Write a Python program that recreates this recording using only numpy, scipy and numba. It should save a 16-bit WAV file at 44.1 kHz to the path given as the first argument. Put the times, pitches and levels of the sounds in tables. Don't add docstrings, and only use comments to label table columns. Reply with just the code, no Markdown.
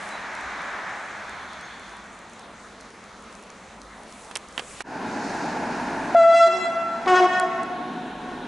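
import sys
import numpy as np
from scipy import signal
from scipy.io import wavfile
from scipy.ndimage import uniform_filter1d, map_coordinates
from numba import njit

SR = 44100
rng = np.random.default_rng(int(sys.argv[2]) if len(sys.argv) > 2 else 0)


def master_out(mix):
    frames = np.transpose(np.atleast_2d(mix))
    ceiling = np.clip(frames, -1, 1)
    pcm = np.round(ceiling * 32767).astype(np.int16)
    wavfile.write(sys.argv[1], SR, pcm)


N = 373527
T = np.arange(N) / SR
YARD_START_S, TOP_HZ = 4.823, 11020

# frequency in Hz, relative spectral density in dB.
LOW_RUMBLE_SPECTRUM = [(15, -11), (35, -4.5), (65, 0), (110, -15), (250, -30), (600, -63)]
TWITTER_SPECTRUM = [(2400, -43), (3100, -6), (3500, 3), (3850, -10), (4200, -1.5), (4900, -17),
                    (6400, -10), (8000, -37)]
DRONE_SPECTRUM = [(120, -42), (175, 2), (205, 43), (250, -16), (400, -51.5)]
WOODS_SPECTRUM = [(20, -24), (35, -12), (60, -4), (105, -7), (150, -4.5), (200, 3), (290, -1), (380, -3),
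                  (550, -1.5), (700, -1), (1270, -1), (1550, -6), (2100, -7.5), (2900, -14), (4100, -14.5),
                  (5000, -20), (6300, -16), (11000, -27.5)]
FAR_ROAR_SPECTRUM = [(60, -35), (300, -11), (500, -10), (620, -3.5), (870, 0), (1100, -1), (1620, 1),
                     (2260, -5.5), (2900, -17), (3800, -17.5), (4700, -24), (6600, -24), (11000, -45)]
RUSTLE_SPECTRUM = [(300, 7), (1500, -2), (2400, 6), (3500, 3), (5000, 0), (8000, 6), (11000, 0.5)]
ENGINE_SPECTRUM = [(25, -53), (55, -33.5), (85, -45), (130, -8.5), (190, 2), (260, 7), (330, 0.5),
                   (480, -4), (800, -40.5)]
WHEEL_SPECTRUM = [(350, -21), (520, -10.5), (610, -2.5), (900, 1), (1230, -12), (1450, -5.5), (1680, -6),
                  (2000, -14.5), (2500, -16), (3100, -25.5), (4500, -44), (10000, -61.5)]
HISS_SPECTRUM = [(2500, -17), (3700, 4.5), (4300, 6.5), (6800, 4), (7700, -3.5), (8300, -2), (9000, -8.5),
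                 (11000, -11)]
FAN_SPECTRUM = [(1500, -29), (2600, 8.5), (3800, 10), (4400, 3), (5200, -42), (9000, -16)]
# frequency in Hz, side level relative to mid in dB.
STEREO_WIDTH = [(60, -12.5), (150, -40), (500, -14.5), (1000, -15), (3000, -11.5), (8000, -9.5)]
# centre in seconds, half length in seconds, peak gain in dB.
# The low swell at 7.09 seconds is a short thump as the low horn blast starts.
LOW_SWELLS = [(.5, 0.22, -60), (1.35, .15, -68), (6.1, 0.46, -56.5), (7.09, .05, -51), (8.4, 0.45, -59)]
TWITTER_SWELLS = [(1.6, 0.38, -50.5)]
RUSTLE_SWELLS = [(0, 0.15, -46.5), (4.2, 0.17, -51), (4.78, 0.19, -42)]
HISS_SWELLS = [(5.3, 0.25, -52.5)]
# centre in seconds, pitch in Hz, length in seconds, level in dB.
BIRD_CHIRPS = [(.14, 3940, .08, -44.5), (1.65, 6430, .07, -51)]
# start in seconds, level in dB.
DRY_TICKS = [(.09, -31), (0.352, -31), (3.817, -32), (4.125, -33), (7.3982, -12.5), (7.633, -28.5)]
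# start in seconds, level in dB, ring in Hz, relative snap level in dB.
CAMERA_KNOCKS = [(4.312, -21.5, 1330, -14), (4.355, -21, 2200, 7.5), (4.36, -13, 3020, -7),
                 (4.3703, -35.5, 6100, 17), (4.5786, -10.5, 3000, -16), (4.5827, -30, 1000, -14),
                 (4.59, -27, 1490, -3), (4.5946, -12.5, 2920, -15), (4.806, -14.5, 1580, -14)]
# delay in seconds, smear in seconds, relative energy in dB.
YARD_ECHOES = [(0.042, 0.041, -9), (0.167, 0.021, -7), (.338, .035, -18), (1.142, 0.023, -29)]
# frequency in Hz, relative harmonic level in dB.
HIGH_BELL_SPECTRUM = [(675, 0), (1350, -5.5), (2025, -12), (2700, -18), (4050, -21), (4720, -27),
                      (5400, -27.5), (6750, -29.5), (8100, -31.5), (9400, -44), (11000, -60)]
LOW_BELL_SPECTRUM = [(366, -4), (732, 0.5), (1100, -5.5), (1470, -9), (1830, -14), (2200, -19.5),
                     (2560, -20.5), (2930, -19.5), (4000, -30), (6600, -33.5), (11000, -53.5)]
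# time in seconds, pressure as a fraction of full.
VALVE_PRESSURE = [(6.15, 0.44), (6.27, 0.42), (6.36, 0.83), (6.47, .85), (7.06, 0.97), (7.14, 0.79),
                  (7.16, 0.92), (7.195, 0.91), (7.215, .64)]
# start and stop in seconds, nominal pitch in Hz, gain in dB, share of the air,
# initial sharpness and jitter as fractions of the pitch, relative air noise in dB.
HORN_BLASTS = [(6.147, 6.478, 677.5, -0.5, 0.98, 0.0226, 0.0039, -33),
               (6.466, 6.638, 373, -16.5, 0.2, .002, 0.024, -3),
               (7.059, 7.261, 368.2, -7, 0.98, 0.0058, 0.0062, -14.5)]


def undb(db):
    return 10 ** (np.asarray(db) / 20)


def level_at(spectrum, hz):
    points_hz, db = np.transpose(spectrum)
    return np.interp(np.log(np.maximum(hz, 1)), np.log(points_hz), db)


def band(x, lo_hz, hi_hz):
    return signal.sosfilt(signal.butter(2, [lo_hz, hi_hz], "band", fs=SR, output="sos"), x)


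def wander(rate_hz):
    hold = int(SR / rate_hz)
    steps = np.repeat(rng.standard_normal(N // hold + 1), hold)
    drift = uniform_filter1d(uniform_filter1d(steps, hold), hold)[:N]
    return drift / drift.std()


def ramp(start_s, length_s):
    return np.clip((T - start_s) / length_s, 0, 1)


def swells(rows):
    return sum(undb(db) * np.exp(-((T - s) / half_s) ** 2) for s, half_s, db in rows)


def stereo(mid, side):
    return np.array([mid + side, mid - side])


def noise(spectrum, flicker_db, rate_hz):
    hz, times, bins = signal.stft(rng.standard_normal((2, N)), SR, nperseg=2048)
    grid = np.meshgrid(2 * np.log2(1 + hz / 20), times * rate_hz, indexing="ij")
    flicker = map_coordinates(rng.standard_normal((24, 512)), grid, order=1, mode="mirror")
    bins = bins * undb(level_at(spectrum, hz)[:, None] + flicker_db * flicker)
    bins[1] *= undb(level_at(STEREO_WIDTH, hz))[:, None]
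    mid, side = signal.istft(bins, SR, nperseg=2048)[1][:, :N]
    return stereo(mid, side) / mid.std()


def place(out, start_s, sound, side):
    i = int(start_s * SR)
    out[:, i:i + len(sound)] += stereo(sound, side * sound)[:, :N - i]


def burst(t, lo_hz, hi_hz, decay_s):
    puff = band(rng.standard_normal(len(t)), lo_hz, hi_hz) * np.exp(-t / decay_s)
    return puff / np.abs(puff).max()


def low_rumble():
    return noise(LOW_RUMBLE_SPECTRUM, flicker_db=3.5, rate_hz=4.7) * (undb(-68.5) + swells(LOW_SWELLS))


def woods():
    hush = noise(WOODS_SPECTRUM, flicker_db=2.2, rate_hz=14) * undb(-45)
    drone = noise(DRONE_SPECTRUM, flicker_db=1, rate_hz=7.7) * undb(-59)
    return hush + drone


def leaves(count=50):
    out, t = np.zeros((2, N)), np.arange(SR // 100) / SR
    for when, size, position in rng.random((count, 3)):
        tap = undb(-47.5 + 14.4 * size) * burst(t, 4700, 10200, decay_s=0.00059)
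        place(out, when * YARD_START_S, tap, side=position - 0.5)
    return out


def birds():
    hz, envelope = np.zeros(N), np.zeros(N)
    for centre_s, pitch_hz, length_s, db in BIRD_CHIRPS:
        live = np.abs(T - centre_s) < length_s / 2
        hz[live] = pitch_hz
        envelope[live] = undb(db) * np.cos(np.pi * (T[live] - centre_s) / length_s)
    phase = 2 * np.pi * np.cumsum(hz * (1 + 0.0134 * wander(250))) / SR
    twitter = noise(TWITTER_SPECTRUM, flicker_db=3.5, rate_hz=30) * swells(TWITTER_SWELLS)
    return envelope * np.sin(phase) + twitter


def ticks():
    out, t = np.zeros((2, N)), np.arange(SR // 20) / SR
    for start_s, db in DRY_TICKS:
        place(out, start_s, undb(db) * burst(t, 3600, 9100, decay_s=0.00086), side=0.15)
    return out


def camera_rustle():
    return noise(RUSTLE_SPECTRUM, flicker_db=3, rate_hz=30) * swells(RUSTLE_SWELLS)


def camera_knocks():
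    out, t = np.zeros((2, N)), np.arange(SR // 20) / SR
    for start_s, db, ring_hz, snap_db in CAMERA_KNOCKS:
        ring = 0.94 * np.sin(2 * np.pi * ring_hz * t) * np.exp(-t / 0.00069)
        thud = 0.43 * burst(t, 300, 2900, decay_s=0.0061)
        snap = undb(snap_db) * burst(t, 3700, 11700, decay_s=0.0012)
        place(out, start_s, undb(db) * (ring + thud + snap), side=-0.29)
    return out


def by_load(idling, load_db, idle_db):
    return undb(load_db + (idle_db - load_db) * idling)


def firing_phase(idling, load_hz, idle_hz):
    hz = load_hz + (idle_hz - load_hz) * idling
    return 2 * np.pi * np.cumsum(hz * (1 + 0.01 * wander(8.9))) / SR


def far_diesel(throttle_shut_s=0.93, loudest_s=0.58, fade_s=1.167):
    idling = ramp(throttle_shut_s, 0.94)
    tone = np.sqrt(2) * np.sin(firing_phase(idling, load_hz=105, idle_hz=51.6))
    tone *= by_load(idling, -69, -64.5) * undb(2.9 * wander(7.9))
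    roar_db = -32.5 - 33.5 * np.log10(1 + ((T - loudest_s) / fade_s) ** 2)
    return tone + noise(FAR_ROAR_SPECTRUM, flicker_db=-1, rate_hz=6.54) * undb(roar_db)


def track_vehicle(throttle_shut_s=7.02):
    idling, coasting = ramp(throttle_shut_s, 0.94), ramp(throttle_shut_s, 0.74)
    firing = firing_phase(idling, load_hz=107, idle_hz=55.2)
    tone = np.sin(firing) * by_load(idling, -52.5, -60.5)
    rumble = noise(ENGINE_SPECTRUM, flicker_db=2, rate_hz=14) * by_load(coasting, -33.5, -37)
    rumble *= 1 + 0.18 * np.cos(firing)
    wheels = noise(WHEEL_SPECTRUM, flicker_db=0, rate_hz=9.6) * by_load(coasting, -30, -39.5)
    hiss = noise(HISS_SPECTRUM, flicker_db=1.3, rate_hz=16)
    hiss *= by_load(coasting, -48, -58.5) + swells(HISS_SWELLS)
    fan = noise(FAN_SPECTRUM, flicker_db=1.2, rate_hz=12) * by_load(coasting, -58.5, -51)
    nearing = undb(3 * (ramp(YARD_START_S, 0.81) - 1))
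    return tone + rumble + (wheels + hiss) * nearing + fan


def yard_echoes(x, t60_s=2.37, treble_t60_s=4.1, tail_db=-9.5):
    t = np.arange(2 * SR) / SR
    build_up = np.minimum(t / 0.2, 1) ** 2
    power = undb(tail_db) ** 2 * undb(-120 * t / t60_s) * np.log(1e6) / t60_s * build_up
    for delay_s, smear_s, db in YARD_ECHOES:
        power += undb(db) ** 2 * (t > delay_s) * np.exp(-np.abs(t - delay_s) / smear_s) / smear_s
    scatter = rng.standard_normal((3, len(t))) * np.sqrt(power / SR)
    scatter = signal.sosfilt(signal.butter(2, 540, "high", fs=SR, output="sos"), scatter)
    low = signal.sosfiltfilt(signal.butter(2, 2800, fs=SR, output="sos"), scatter)
    response = low + (scatter - low) * undb(-60 * t / treble_t60_s)
    one, other, wide = signal.fftconvolve(x[None], response, axes=1)[:, :N]
    sway_rad = 1.4 * wander(12)
    mid = one * np.cos(sway_rad) + other * np.sin(sway_rad)
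    return stereo(mid, 0.38 * band(wide, 940, 15000))


def horn_blast(start_s, stop_s, hz, db, air_share, sharpness, jitter, air_db):
    brass_db, overblow_pressure, treble_lag_s = 30, 0.777, 0.015
    bell = HIGH_BELL_SPECTRUM if hz > 500 else LOW_BELL_SPECTRUM
    live = (T > start_s) & (T < stop_s + 0.1)
    t = T[live] - start_s
    pressure = air_share * np.interp(T[live], *np.transpose(VALVE_PRESSURE))
    thinning_db = 12 * np.maximum(pressure - overblow_pressure, 0) / (1 - overblow_pressure)
    sharp_start = sharpness * np.exp(-(t / 0.0382) ** 2)
    pitch_hz = hz * (1 - 0.02644 * (1 - pressure) + sharp_start + jitter * wander(170)[live])
    phase = 2 * np.pi * np.cumsum(pitch_hz) / SR
    tone = 0
    for k in range(1, int(TOP_HZ / hz) + 1):
        height = min(np.log(k) / np.log(6), 1)
        onset = np.clip((t - treble_lag_s * height) / 0.0047, 0, 1)
        flutter = np.interp(t * 70, np.arange(64), rng.standard_normal(64))
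        gain_db = level_at(bell, k * hz) + min(1.2 * k - 0.7, 3.6) * flutter
        gain_db -= height * brass_db * (1 - pressure) + thinning_db * (k * hz < 900)
        tone += undb(gain_db) * onset * np.cos(k * phase + k ** 2)
    puff = undb(air_db + 12.5 * np.exp(-t / 0.016))
    valve_rush = undb(-37.5) * np.abs(np.gradient(pressure, t))
    air = band(rng.standard_normal(len(t)) * (1 + np.cos(phase)), 370, 1400) * (puff + valve_rush)
    closing = np.maximum(T[live] - stop_s, 0) / 0.0071
    out = np.zeros(N)
    out[live] = (tone + air) * np.exp(-closing ** 2) * undb(db)
    return out


def air_horns(spill_db=3.5):
    direct = sum(horn_blast(*blast) for blast in HORN_BLASTS)
    return stereo(direct, 0.053 * direct) + yard_echoes(undb(spill_db) * direct)


def scene():
    lineside = (woods() + leaves() + camera_rustle() + far_diesel()) * (T < YARD_START_S)
    fade_in = 1 - np.exp(-np.maximum(T - YARD_START_S - 0.012, 0) / 0.081)
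    background = low_rumble() + birds() + ticks() + camera_knocks()
    return background + lineside + track_vehicle() * fade_in + air_horns()


@njit
def follow(x, attack, release):
    out, level = np.empty(len(x)), 0.
    for i in range(len(x)):
        level += (x[i] - level) * (attack if x[i] > level else release)
        out[i] = level
    return out


def record(dry, limit_db=-6.5, attack_s=0.0001, release_s=0.55):
    envelope = follow(np.abs(dry).max(axis=0), 1 / (attack_s * SR), 1 / (release_s * SR))
    held = dry / np.maximum(envelope / undb(limit_db), 1)
    return signal.sosfilt(signal.ellip(10, 0.2, 70, TOP_HZ, fs=SR, output="sos"), held)


dry = scene()
out = record(dry)
master_out(out)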